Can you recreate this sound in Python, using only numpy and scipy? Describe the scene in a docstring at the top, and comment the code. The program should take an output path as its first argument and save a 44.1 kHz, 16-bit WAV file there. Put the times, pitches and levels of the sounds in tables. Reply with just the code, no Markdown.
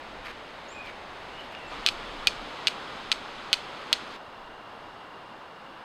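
"""Flint and steel in a wood

A steel striker glances six times off a flint: each blow cracks as a short push through a fixed spectrum,
grinds along the edge as random clicks, snags as single clicks, rings the steel and returns a tail from the trees.
Filtered noise gives far traffic and leaves, stepping in level and colour twice, and gusts at the microphone.
Faint bending whistles (birds), crackling clicks (dry tinder in the hands) and a pulsed tone (cricket) lie around it."""
import sys
import numpy as np
from scipy import signal
from scipy.fft import rfft, irfft, next_fast_len
from scipy.io import wavfile
from scipy.ndimage import uniform_filter1d

SR = 44100
rng = np.random.default_rng(int(sys.argv[2]) if len(sys.argv) > 2 else 0)


def master(y):
    """Save y as 16-bit WAV."""
    cut = np.clip(np.atleast_2d(y).T, -1, 1)
    pcm = np.round(cut * 32767)  # scale
    wavfile.write(sys.argv[1], SR, pcm.astype(np.int16))


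N = 257544
T = np.arange(N) / SR  # s

# background stretches: (start [s], hiss level [dB], hiss drift [dB/s], calm wind level [dB])
STRETCHES = [(0, -43, 0.64, -62), (1.702, -39, -.5, -62.5), (4.165, -44, -0.85, -71)]
# hiss colour, one relative spectrum per stretch: (frequency [Hz], density [dB per Hz])
HISS_COLOURS = [
    [(24, -35), (40, -10), (99, -6.5), (130, -9), (171, -8), (220, -4), (392, -3.5), (444, -3.5), (503, -1),
     (918, -0.5), (1440, -4.5), (3650, -12), (16000, -51)],
    [(32, -37), (55, -10.5), (118, -8), (257, -2.5), (359, -2.5), (1260, 0.5), (1760, -6), (3500, -8),
     (5000, -16.5), (5770, -21), (6340, -23.5), (8230, -31), (16000, -51)],
    [(24, -45), (40, -18.5), (150, -10), (430, -7), (965, -2), (1500, -7.5), (2300, -16.5), (3300, -17),
     (5100, -26), (6300, -33.5), (10000, -43.5), (15500, -51)],
]
# wind gusts on the microphone: (arrival [s], hold [s], level [dB])
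GUSTS = [(.17, 0.043, -52.5), (.8, .3, -62.5), (1.705, 0.63, -49), (2.72, .06, -61), (3.3, .1, -61),
         (4.45, .08, -61), (4.8, .05, -61.5)]
GUST_RISE_DB_PER_S, GUST_FALL_DB_PER_S = 122, 56
# bird whistles: (start [s], length [s], first pitch [Hz], top pitch [Hz], last pitch [Hz],
# top reached at [share 0-1], loudest at [share 0-1], level [dB], end re loudest [dB])
WHISTLES = [(.678, .15, 6150, 7420, 7250, 0.31, 0.07, -53, -31),
            (.725, .19, 2386, 2510, 2133, .35, .22, -45, -11),
            (1.28, 0.147, 2610, 2920, 2910, .7, 0.8, -51, -5),
            (1.5, 0.21, 2820, 2830, 2520, .1, 0.3, -53.5, -5),
            (1.565, .045, 7300, 8600, 8600, .95, .45, -72, -9),
            (1.671, 0.026, 7200, 7500, 7500, .7, .55, -63, -4)]
CALL_START_DB = -14  # re loudest moment
CRICKET_HZ, CRICKET_RATE_HZ = 2810, 32.2
CRICKET_START_DB, CRICKET_FADE_DB_PER_S, CRICKET_WAVER_DB = -62, 0.6, 0.6
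# tinder rustles: (start [s], length [s], level [dB], centre [Hz], fine top re body [dB])
RUSTLES = [(0.236, 0.086, -40.5, 1780, -29), (0.836, 0.084, -44.5, 1910, -30), (1.22, .04, -59, 3000, -16),
           (1.38, 0.1, -50, 2500, -24), (1.506, 0.043, -52, 2500, -25), (1.71, 0.039, -51, 2500, -28),
           (4.11, 0.076, -56, 3300, -20)]
# single stalks snapping: (time [s], peak [dB], centre [Hz])
SNAPS = [(0.253, -42, 2500), (0.269, -32, 1500), (.282, -31, 1580), (.729, -50, 4970), (.872, -29.5, 2400),
         (0.875, -46, 3800), (0.899, -33, 2190), (1.409, -34, 3000), (1.523, -53, 8500),
         (1.55, -28.5, 2110)]
# strikes: (time [s], blow [dB], hardness as treble corner [Hz], grind length [s], grind at start [dB],
# grind at end [dB], pitch favoured by the grip and the spot on the flint [Hz])
STRIKES = [(1.8633, 1.5, 9000, 0.033, -36, -44.5, 3300), (2.2718, 2.8, 12000, 0.018, -30, -47, 2480),
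           (2.6714, 0, 6000, 0.015, -31.5, -36.5, 3600), (3.1172, .5, 4500, 0.012, -30, -36.5, 3620),
           (3.53, 2, 11000, 0.0106, -32, -35, 3260), (3.9289, 2.6, 11000, 0.012, -31, -40, 3460)]
# steel snagging on the flint edge: (time [s], level [dB])
SNAGS = [(1.8726, -11), (1.8733, -15), (1.885, -17), (1.8880, -6), (2.2739, -8.5), (2.6829, -11.5),
         (3.1272, -13.5), (3.532, -11), (3.5386, -13), (3.5414, -10.5), (3.932, -11)]
# relative spectrum of a blow: (frequency [Hz], level [dB])
CRACK_SPECTRUM = [(200, -30.5), (700, -28.5), (1400, -13), (2300, -8.5), (3200, -1), (4300, -4),
                  (5200, -9.5), (6600, -13), (8200, -27.5), (11000, -39), (15000, -64), (16900, -73)]
# relative spectrum of grinding and snags: (frequency [Hz], level [dB])
GRIND_SPECTRUM = [(500, -41), (1000, -18), (1300, -7.5), (1900, -13.5), (2460, 1.5), (3300, -4), (4520, 0),
                  (5400, -11.5), (6680, -20), (8000, -19.5), (11500, -34), (13800, -31), (14500, -46),
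                  (15300, -73)]
# ringing modes of the steel: (frequency [Hz], level [dB], t60 [s])
STEEL_MODES = [(2520, -45, 0.021), (3220, -15, 0.0039), (4200, -21, 0.018), (4560, -20, 0.0017),
               (5930, -32, .035), (7830, -32, .015)]
TREES_GAIN_DB, TREES_T60_S = -46, 0.24
# microphone housing notches: (frequency [Hz], width [Hz], depth [0-1])
NOTCHES = [(5750, 370, 1), (6950, 220, 0.7)]
TOP_HZ = 17050  # stopband edge of the final low-pass


def undb(db):
    """Linear gain of a level in dB."""
    return 10 ** (np.asarray(db, float) / 20)


def unit(x):
    """Scale to rms 1."""
    return x / np.sqrt(np.mean(x ** 2))


def gains(points, size):
    """Linear gain of (Hz, dB) points on the bins of a transform."""
    hz, db = np.transpose(points)
    bin_hz = np.arange(size // 2 + 1) * SR / size
    return undb(np.interp(np.log(bin_hz + 1), np.log(hz), db))


def causal(points, size=1024):
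    """Minimum-phase response with this spectrum, by folding the cepstrum; peak 1."""
    cepstrum = irfft(np.log(gains(points, size)))
    cepstrum[1:size // 2] *= 2
    cepstrum[size // 2 + 1:] = 0
    response = irfft(np.exp(rfft(cepstrum)))[:size // 2]
    return response / np.abs(response).max()


def band(x, hz, width_hz):
    """Single resonance, peak gain 1."""
    return signal.lfilter(*signal.iirpeak(hz, hz / width_hz, SR), x)


def bandpass(x, low_hz, high_hz):
    """Third-order Butterworth band-pass."""
    return signal.sosfilt(signal.butter(3, [low_hz, high_hz], "bandpass", fs=SR, output="sos"), x)


def walk(rate_hz):
    """Random levels drawn at this rate, smoothed by two moving averages one step long."""
    step = int(SR / rate_hz)
    held = np.repeat(rng.standard_normal(N // step + 1), step)
    return uniform_filter1d(uniform_filter1d(held, step), step)[:N]


def grit(rate_hz, scatter_db, cap=3.6):
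    """Random clicks of either sign, long-tailed but bounded sizes, rms 1."""
    chance, sign, spread = rng.random((3, N))
    size = np.minimum(-np.log(spread + 1e-9), cap)
    return unit((chance < rate_hz / SR) * np.sign(sign - 0.5) * undb(scatter_db * size))


def stretch():
    """Columns of STRETCHES as they hold at each moment."""
    rows = np.array(STRETCHES, float)
    return rows[np.searchsorted(rows[1:, 0], T, side="right")].T


def hiss():
    """Far traffic and leaves: coloured noise, colour and level jumping between stretches."""
    out, size = np.zeros(N), next_fast_len(N)
    for row, colour in zip(STRETCHES, HISS_COLOURS):
        spectrum = rfft(rng.standard_normal(size)) * gains(colour, size)
        noise = unit(irfft(spectrum, size)[:N])
        out = np.where(T >= row[0], noise, out)
    start_s, level_db, drift_db_per_s, _ = stretch()
    return out * undb(level_db + drift_db_per_s * (T - start_s) + 0.5 * walk(6.22))


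def wind():
    """Low-frequency thump on the microphone: gusts rise fast from the calm, hold and die away."""
    level_db = stretch()[3]
    for start_s, hold_s, gust_db in GUSTS:
        rise_db = GUST_RISE_DB_PER_S * np.clip(start_s - T, 0, None)
        fall_db = GUST_FALL_DB_PER_S * np.clip(T - start_s - hold_s, 0, None)
        level_db = np.maximum(level_db, gust_db - rise_db - fall_db)
    rumble = unit(bandpass(rng.standard_normal(N), 10, 38))
    return rumble * undb(level_db + 2.0 * walk(10))


def cricket():
    """Wing tone in uneven pulses over a noise blur of echoes and far neighbours; last stretch only."""
    beat = np.cumsum(CRICKET_RATE_HZ * (1 + 0.03 * walk(5))) / SR
    pulse = np.clip(np.sin(2 * np.pi * beat) + 0.4, 0, None) * undb(1.1 * walk(30))
    tone_hz = CRICKET_HZ * (1 + 0.01195 * walk(120))
    tone = np.sin(2 * np.pi * np.cumsum(tone_hz) / SR)
    blur = unit(band(band(rng.standard_normal(N), CRICKET_HZ, 200), CRICKET_HZ, 200))
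    since_s = T - STRETCHES[-1][0]
    level_db = CRICKET_START_DB - CRICKET_FADE_DB_PER_S * since_s + CRICKET_WAVER_DB * walk(4)
    return (since_s > 0) * (unit(pulse * tone) + undb(-1.5) * blur) * undb(level_db)


def birds():
    """Near-sine whistles bending up to a top pitch and sagging, wavering, smeared by the trees."""
    out = np.zeros(N)
    for start_s, length_s, first_hz, top_hz, last_hz, top_at, loud_at, db, end_db in WHISTLES:
        along = np.clip((T - start_s) / length_s, 0, 1)
        top_at, loud_at = np.clip([top_at, loud_at], 0.05, 0.95)
        gate = np.clip(np.minimum(along, 1 - along) * length_s / 0.008, 0, 1)  # 8 ms ramps
        bend = np.interp(along, [0, top_at, 1], [-1, 0, 1])
        drop_hz = top_hz - np.where(bend < 0, first_hz, last_hz)
        hz = (top_hz - bend ** 2 * drop_hz) * (1 + 0.022 * walk(200))
        level_db = db + np.interp(along, [0, loud_at, 1], [CALL_START_DB, 0, end_db])
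        tone = np.sqrt(2) * np.sin(2 * np.pi * np.cumsum(hz) / SR)
        out += gate * undb(level_db + 3 * walk(90.3)) * tone
    t = T[:SR // 4]
    tail = rng.standard_normal(len(t)) * 1000.0 ** (-t / 0.27)  # t60 0.27 s
    return out + undb(-33.5) * signal.fftconvolve(out, tail)[:N]


def tinder():
    """Dry stalks: dense click bursts with a mid body and fine top; snaps are resonant noise bursts."""
    out = np.zeros(N)
    grains = grit(4000, 2.5) * undb(4.0 * walk(110))
    fine = unit(bandpass(grains, 5500, 12500))
    for start_s, length_s, db, hz, fine_db in RUSTLES:
        shape = np.sin(np.pi * np.clip((T - start_s) / length_s, 0, 1))
        body = unit(band(band(grains, hz, 1800), hz, 2300))
        out += undb(db) * shape * (body + undb(fine_db) * fine)
    t = T[:SR // 50]
    for start_s, db, hz in SNAPS:
        snap = rng.standard_normal(len(t)) * np.exp(-t / 0.00089)
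        for width in (0.9, 1.3, 1.6):  # re centre
            snap = band(snap, hz, width * hz)
        first = int(start_s * SR)
        out[first:first + len(t)] += undb(db) * snap / np.abs(snap).max()
    return out


def steel_ring():
    """Decaying modes of a small bar, kept between about 1.7 and 14 kHz; modes take a moment to build up."""
    t = T[:SR // 8]
    ring = sum(undb(db) * np.sin(2 * np.pi * hz * t) * 1000.0 ** (-t / t60_s)
               for hz, db, t60_s in STEEL_MODES)
    return bandpass(ring * (1 - np.exp(-t / 0.0002)), 1700, 14300)


def tree_tail():
    """Diffuse decaying noise scattered by trunks and ground; bark and leaves favour the treble."""
    t = T[:SR // 3]
    tail = rng.standard_normal(len(t)) * 1000.0 ** (-t / TREES_T60_S) * np.clip(t / 0.0062, 0, 1)
    return tail + undb(2.5) * band(band(tail, 11400, 10000), 11000, 13400)


def striker():
    """Blows, grinding and snags push the same steel and flint; the trees answer."""
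    blows, rub, grains = np.zeros(N), np.zeros(N), grit(6000, 0.9)
    for start_s, blow_db, hard_hz, length_s, grind_start_db, grind_end_db, spot_hz in STRIKES:
        # softer contact: longer push, less treble
        push = np.exp(-2 * np.pi * hard_hz * T[:64])
        first = int(start_s * SR)
        blows[first:first + 64] -= undb(blow_db) * push / push.sum()
        along = (T - start_s - 0.0006) / length_s  # grinding starts 0.6 ms after the blow
        # contact eases off over the last 2 ms as the steel leaves the edge
        touch = (along > 0) * np.clip((1 - along) * length_s / 0.002, 0, 1)
        grind_db = grind_start_db + (grind_end_db - grind_start_db) * np.clip(along, 0, 1)
        rub += (grains + 0.94 * band(grains, spot_hz, 820)) * touch * undb(grind_db)
    for start_s, db in SNAGS:
        rub[int(start_s * SR)] -= undb(db)
    direct = signal.fftconvolve(blows, causal(CRACK_SPECTRUM))[:N]
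    direct += signal.fftconvolve(rub, causal(GRIND_SPECTRUM))[:N]
    direct += signal.fftconvolve(blows + 0.71 * rub, steel_ring())[:N]
    return direct + undb(TREES_GAIN_DB) * signal.fftconvolve(direct, tree_tail())[:N]


def scene():
    """Sum of all sources, one channel."""
    return (hiss() + wind() + cricket() + birds() + tinder() + striker())[None]


def record(dry):
    """Housing notches the treble, input rounds the loudest peaks, low-pass cuts the top."""
    x = dry[0]
    for hz, width_hz, depth in NOTCHES:
        x = x - np.clip(depth, 0, 1) * band(x, hz, width_hz)
    x = x / (1 + np.abs(x / 0.85) ** 5) ** (1 / 5)  # ceiling 0.85
    return signal.sosfilt(signal.cheby2(16, 85, TOP_HZ, fs=SR, output="sos"), x)[None]


dry = scene()
out = record(dry)
master(out)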